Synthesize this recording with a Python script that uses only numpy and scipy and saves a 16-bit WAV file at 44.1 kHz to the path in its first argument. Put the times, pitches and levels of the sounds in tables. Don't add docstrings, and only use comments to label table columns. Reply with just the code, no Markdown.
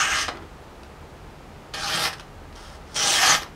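import sys
import numpy as np
from scipy import signal
from scipy.fft import rfft, irfft, next_fast_len
from scipy.io import wavfile
from scipy.ndimage import uniform_filter1d

SR = 44100
rng = np.random.default_rng(int(sys.argv[2]) if len(sys.argv) > 2 else 0)


def unload_wav(signal):
    wavfile.write(
        sys.argv[1],
        SR,
        np.round(np.clip(np.atleast_2d(signal).T, -1, 1) * 32767).astype(np.int16),
    )


N = 156555

SNAPS_PER_S, SNAP_SPREAD_DB, CATCH_PER_S, CATCH_DB, RUB_DB = 2600, 2.5, 260, 1.12, -3.5
FLEX_DB, FLEX_PER_S = 1.6, 35
ATTACK_S, RELEASE_S, ZING_WIDTH_HZ, CUT_DB, SCRAPE_DB = 0.0016, 0.0064, 600, -1, -1
RUMBLE_HZ, RUMBLE_WIDTH_HZ, AIR_DB = 77.4, 24.5, -43.5
ROOM_DB, TICK_ROOM_DB = -5.5, -7
ROOM_LOW_T60_S, ROOM_HIGH_T60_S, ROOM_SPLIT_HZ, ROOM_DELAY_S = 0.26, 0.19, 2360, 0.004
TOP_HZ = 15680


def undb(db):
    return 10 ** (np.asarray(db) / 20)


def unit(x):
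    return x / np.sqrt(np.mean(x ** 2))


def colour(x, points):
    hz, db = np.array(points).T
    size = 4096
    f = np.maximum(np.fft.rfftfreq(size, 1 / SR), 1)
    log_gain = np.log(undb(np.interp(np.log(f), np.log(hz), db)))
    cepstrum = irfft(log_gain)
    cepstrum[1:size // 2] *= 2
    cepstrum[size // 2 + 1:] = 0
    impulse = irfft(np.exp(rfft(cepstrum)))
    return signal.fftconvolve(x, impulse)[:N]


def ring(x, hz, width):
    return signal.lfilter(*signal.iirpeak(hz, hz / width, fs=SR), x)


def walk(rate):
    hold = max(int(SR / rate), 1)
    steps = np.repeat(rng.standard_normal(N // hold + 1), hold)
    return unit(uniform_filter1d(steps, hold)[:N])


def force(t, curve):
    s, db = np.array(curve).T
    bite = np.maximum(s[0] - t, 0) / ATTACK_S
    release = np.maximum(t - s[-1], 0) / RELEASE_S
    return undb(np.interp(t, s, db)) * np.exp(-bite - release)


def fibres():
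    # centre in Hz, width in Hz, gain in dB.
    sheet_modes = [(626, 20, 3), (776, 42, -0.5), (815, 28, -5.5), (1150, 36, -8.5), (1250, 27, -6.5),
                   (1303, 36, -3), (1612, 49, -6), (1817, 36, -1.5), (2055, 40, -1), (2985, 60, -4),
                   (3200, 34, -1), (3700, 30, -8), (4220, 30, -1), (6340, 33, -9)]
    strength = undb(SNAP_SPREAD_DB * rng.standard_normal(N))
    snaps = (rng.random(N) < SNAPS_PER_S / SR) * rng.choice([-1, 1], N) * strength
    rub = undb(RUB_DB) * rng.standard_normal(N)
    push = (unit(snaps) + rub) * undb(CATCH_DB * walk(CATCH_PER_S))
    return push + sum(undb(db) * ring(push, hz, width) for hz, width, db in sheet_modes)


def flex(x):
    edges_hz = [0, 1000, 1600, 2400, 3500, 5000, 7000, 10000, SR]
    size = next_fast_len(N)
    f, spectrum = np.fft.rfftfreq(size, 1 / SR), rfft(x, size)
    flexed = np.zeros(N)
    for lo, hi in zip(edges_hz, edges_hz[1:]):
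        band = irfft(spectrum * (f >= lo) * (f < hi), size)[:N]
        flexed += band * undb(FLEX_DB * walk(FLEX_PER_S))
    return flexed


def zing(t, tear, path):
    s, hz, db = np.array(path).T
    carrier = np.exp(2j * np.pi * np.cumsum(np.interp(t, s, hz)) / SR)
    low_pass = signal.butter(2, ZING_WIDTH_HZ / 2, fs=SR, output="sos")
    band = signal.sosfilt(low_pass, tear / carrier)
    return undb(np.interp(t, s, db)) * unit((band * carrier).real)


def cut(t, tear, curve, early, late, turn, path):
    travel = np.interp(t, turn, [0, 1])
    rasp = (1 - travel) * unit(colour(tear, early)) + travel * unit(colour(tear, late))
    return undb(CUT_DB) * force(t, curve) * (rasp + zing(t, fibres(), path))


def first_cut(t, tear):
    # time in seconds, level in dB ahead of the cut trim.
    pressure = [(0.0, -21.5), (0.05, -23.5), (0.078, -27), (0.134, -21), (0.152, -25), (0.224, -23),
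                (0.27, -39)]
    # frequency in Hz, relative level in dB.
    early = [(410, -42), (700, -15), (776, -10.5), (861, -13), (1290, -1.5), (1850, -4), (1950, -10),
             (2110, -5), (2370, -12), (3070, -10.5), (4640, -14.5), (6500, -8), (7400, -19), (8430, -14.5),
             (9600, -29), (13800, -31), (15500, -49)]
    late = [(410, -45), (700, -21), (797, -13), (993, -12), (1190, 2), (1450, -12), (1780, -2.5),
            (2340, -11.5), (2630, -5.5), (4030, -9.5), (5290, -5.5), (6420, -8), (7400, -18.5), (8540, -16),
            (15500, -39)]
    # time in seconds, centre in Hz, level against the rasp in dB.
    path = [(0, 2770, -9), (.06, 2650, -5), (.14, 2670, -8.5), (.24, 2880, -14)]
    turn_s = (0.15, 0.18)
    return cut(t, tear, pressure, early, late, turn_s, path)


def snagged_cut(t, tear):
    # time in seconds, level in dB ahead of the cut trim.
    pressure = [(1.739, -29.5), (1.77, -33), (1.8, -30), (1.85, -28), (1.93, -23.5), (1.99, -25),
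                (2.066, -22), (2.088, -28.5), (2.094, -44)]
    # frequency in Hz, relative level in dB.
    early = [(410, -43), (700, -16), (787, -0.5), (980, -6), (1320, 1), (1450, -2), (1850, -0.5),
             (2030, -11.5), (2430, 0.5), (2630, -8), (4580, -2), (6180, -6), (7600, -13.5), (9110, -12.5),
             (13600, -30), (15500, -41)]
    late = [(410, -42), (700, -8.5), (776, -5.5), (1090, -7.5), (1320, -0.5), (1430, -7), (1870, -4.5),
            (2250, -11), (2430, -5), (3270, -8), (4030, -7), (5080, -3), (6850, -18), (8540, -13),
            (12800, -22.5), (15500, -34)]
    # time in seconds, centre in Hz, level against the rasp in dB.
    path = [(1.75, 3300, -9.5), (1.85, 3300, -19), (1.93, 3350, -8), (2.08, 3200, -22)]
    turn_s = (1.83, 2.06)
    return cut(t, tear, pressure, early, late, turn_s, path)


def last_cut(t, tear):
    # time in seconds, level in dB ahead of the cut trim.
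    pressure = [(2.945, -39.5), (2.962, -26), (3.0, -23.5), (3.05, -21), (3.085, -20), (3.122, -17.5),
                (3.155, -19.5), (3.24, -16.5), (3.3, -15), (3.349, -18), (3.378, -38.5)]
    # frequency in Hz, relative level in dB.
    early = [(410, -43), (700, -14), (797, -5), (1070, -6), (1270, -4), (1410, -7), (1780, -5), (1920, -9),
             (2050, -8.5), (2730, -7), (3270, -3.5), (3540, -4), (5640, -3.5), (7400, -9.5), (9230, -10.5),
             (11200, -25), (15500, -28)]
    late = [(410, -42), (700, -8.5), (737, -3.5), (980, -6.5), (1160, 0), (1430, -6.5), (1830, -2.5),
            (1920, -9), (2190, -8), (3360, -6.5), (3920, -9), (4240, -7), (4700, -5.5), (6260, -8),
            (7600, -12.5), (12400, -24), (15500, -41)]
    # time in seconds, centre in Hz, level against the rasp in dB.
    path = [(2.96, 5700, -7), (3.02, 5700, -3), (3.09, 6100, -8.5), (3.18, 5300, -18), (3.26, 6000, -10),
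            (3.3, 6500, -3.5), (3.33, 5860, -7), (3.37, 5900, -27)]
    turn_s = (3.18, 3.2)
    return cut(t, tear, pressure, early, late, turn_s, path)


def body(t):
    # time in seconds, level in dB.
    first = [(0, -41), (.14, -42.5), (.26, -46)]
    snagged = [(1.74, -42), (1.85, -43.5), (1.96, -35), (2.08, -38)]
    last = [(2.96, -40.5), (3.05, -36.5), (3.13, -35), (3.17, -37.5), (3.25, -37), (3.345, -30.5),
            (3.37, -43)]
    # frequency in Hz, relative level in dB.
    drum_tone = [(70, -27.5), (100, -15), (130, 1), (190, -2.5), (250, -4), (320, 1.5), (400, -2), (490, 2),
                 (560, -1), (630, 1.5), (800, -7.5), (2000, -33.5)]
    level = force(t, first) + force(t, snagged) + force(t, last)
    return level * unit(colour(fibres(), drum_tone))


def sizzle(t):
    # time in seconds, level in dB.
    snagged = [(1.87, -54), (1.9, -47), (2.0, -52), (2.085, -53)]
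    last = [(3.33, -54), (3.35, -40), (3.375, -45), (3.4, -57), (3.43, -52)]
    # frequency in Hz, relative level in dB.
    sizzle_tone = [(3000, -30), (7500, -10), (9500, -4), (11000, -1), (13000, 2), (14000, -6), (15500, -10)]
    return (force(t, snagged) + force(t, last)) * unit(colour(fibres(), sizzle_tone))


def scrape(t):
    # time in seconds, level in dB ahead of the scrape trim.
    rubbing = [(2.555, -45), (2.66, -45.5), (2.765, -48), (2.785, -67), (2.87, -56), (2.941, -44.5)]
    # frequency in Hz, relative level in dB.
    scrape_tone = [(300, -2), (1500, 1), (2500, -9.5), (3300, -2.5), (4000, -6), (5200, -1), (6400, -7),
                   (7500, -14.5), (9200, -10), (10500, -20), (15500, -27)]
    return undb(SCRAPE_DB) * force(t, rubbing) * unit(colour(fibres(), scrape_tone))


def crinkles(t, events, tone):
    envelope = np.zeros(N)
    for s, db, decay in events:
        envelope += undb(db) * (t >= s) * np.exp(-np.maximum(t - s, 0) / decay)
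    noise = rng.standard_normal(N)
    return colour(envelope * noise, tone) / np.std(colour(noise, tone))


def ticks(t):
    # start in seconds, level in dB, decay time constant in seconds.
    catches = [(0.8331, -38.5, 0.0033), (1.738, -35, 0.0045), (2.129, -30.5, 0.0066), (2.135, -32.5, .005),
               (2.1836, -35, .002), (2.197, -32, 0.0048), (2.208, -36.5, 0.0021), (2.527, -40, .002),
               (2.561, -38, 0.0017), (2.9624, -21, 0.0015), (3.297, -8, 0.0011), (3.35, -17, 0.002),
               (3.413, -41, .003), (3.421, -30, .006), (3.432, -27, 0.0018)]
    # frequency in Hz, relative level in dB.
    tick_tone = [(200, -21), (1300, 6.5), (2300, -3), (3300, -1.5), (5500, -3), (7200, -16), (9000, -12),
                 (13000, -28), (15500, -45)]
    return crinkles(t, catches, tick_tone)


def flicks(t):
    # start in seconds, level in dB, decay time constant in seconds.
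    buckles = [(0.2817, -19, 0.0057), (0.288, -22.5, 0.0046), (.356, -42, .005), (.371, -37, .006),
               (.424, -43, .008), (1.738, -34, .002), (2.956, -33, .004), (2.962, -27, 0.003),
               (3.418, -32, 0.011), (3.463, -37, 0.0047)]
    # frequency in Hz, relative level in dB.
    flick_tone = [(59, -48), (100, -20), (867, 4.5), (1090, 2.5), (2470, -4.5), (2630, -9), (3110, -7),
                  (3390, -9), (4840, -11.5), (9260, -25.5), (15000, -51)]
    return crinkles(t, buckles, flick_tone)


def flaps(t):
    # start in seconds, level in dB, decay time constant in seconds.
    swings = [(0.281, -36, 0.041), (0.347, -35.5, 0.033), (0.416, -45, 0.032), (3.416, -37, .03)]
    # frequency in Hz, relative level in dB.
    flap_tone = [(80, -16), (180, -7.5), (320, 5), (600, -5), (1400, -9.5), (3000, -22), (8000, -52)]
    return crinkles(t, swings, flap_tone)


def bumps(t):
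    # start in seconds, level in dB, decay time constant in seconds.
    knocks = [(1.79, -47, .06), (1.94, -38.5, .05), (3.2, -43, .06)]
    # frequency in Hz, relative level in dB.
    bump_tone = [(60, -30), (115, -3), (195, -1), (270, -16), (600, -32), (2000, -60)]
    return crinkles(t, knocks, bump_tone)


def room(t, x, wet_db):
    age = t[:SR // 2]
    noise = rng.standard_normal(len(age))
    low = signal.sosfilt(signal.butter(2, ROOM_SPLIT_HZ, fs=SR, output="sos"), noise)
    high = signal.sosfilt(signal.butter(2, ROOM_SPLIT_HZ, "high", fs=SR, output="sos"), noise)
    low_tail = low * np.exp(-np.log(1000) * age / ROOM_LOW_T60_S)
    high_tail = high * np.exp(-np.log(1000) * age / ROOM_HIGH_T60_S)
    tail = (low_tail - high_tail) * (age > ROOM_DELAY_S)
    wet = undb(wet_db)
    reflections = signal.fftconvolve(x, tail / np.linalg.norm(tail))[:N]
    return (x + wet * reflections) / np.hypot(1, wet)


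def drone(hz, width):
    return unit(ring(ring(rng.standard_normal(N), hz, width), hz, width))


def rumble(t):
    # time in seconds, level in dB.
    swell = [(1.6, -53.5), (1.9, -52.5), (2.4, -49.5), (2.9, -50), (3.15, -54), (3.4, -62)]
    return undb(np.interp(t, *np.array(swell).T)) * drone(RUMBLE_HZ, RUMBLE_WIDTH_HZ)


def hum():
    # centre in Hz, width of each resonance pass in Hz, level in dB.
    tones = [(35.4, 5.2, -54.5), (75.6, 8.1, -58), (149.4, 10.5, -59)]
    return sum(undb(db) * drone(hz, width) for hz, width, db in tones)


def air():
    # frequency in Hz, relative level in dB.
    air_tone = [(21, -25), (35, -4), (81, -4), (102, -12), (158, -8.5), (179, -15.5), (209, -8.5),
                (237, -14), (448, -12.5), (549, -15.5), (847, -15), (1090, -19), (1270, -18), (1380, -21),
                (7990, -40), (15500, -49.5)]
    return undb(AIR_DB) * unit(colour(rng.standard_normal(N), air_tone))


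def scene():
    t = np.arange(N) / SR
    tear = flex(fibres())
    strokes = first_cut(t, tear) + snagged_cut(t, tear) + last_cut(t, tear)
    paper = strokes + body(t) + sizzle(t) + scrape(t) + flaps(t) + bumps(t)
    snaps = ticks(t) + flicks(t)
    background = rumble(t) + hum() + air()
    mix = room(t, paper, ROOM_DB) + room(t, snaps, TICK_ROOM_DB) + background
    return np.tile(mix, (2, 1))


def record(dry):
    return signal.sosfilt(signal.ellip(12, .1, 90, TOP_HZ, fs=SR, output="sos"), dry)


dry = scene()
out = record(dry)
unload_wav(out)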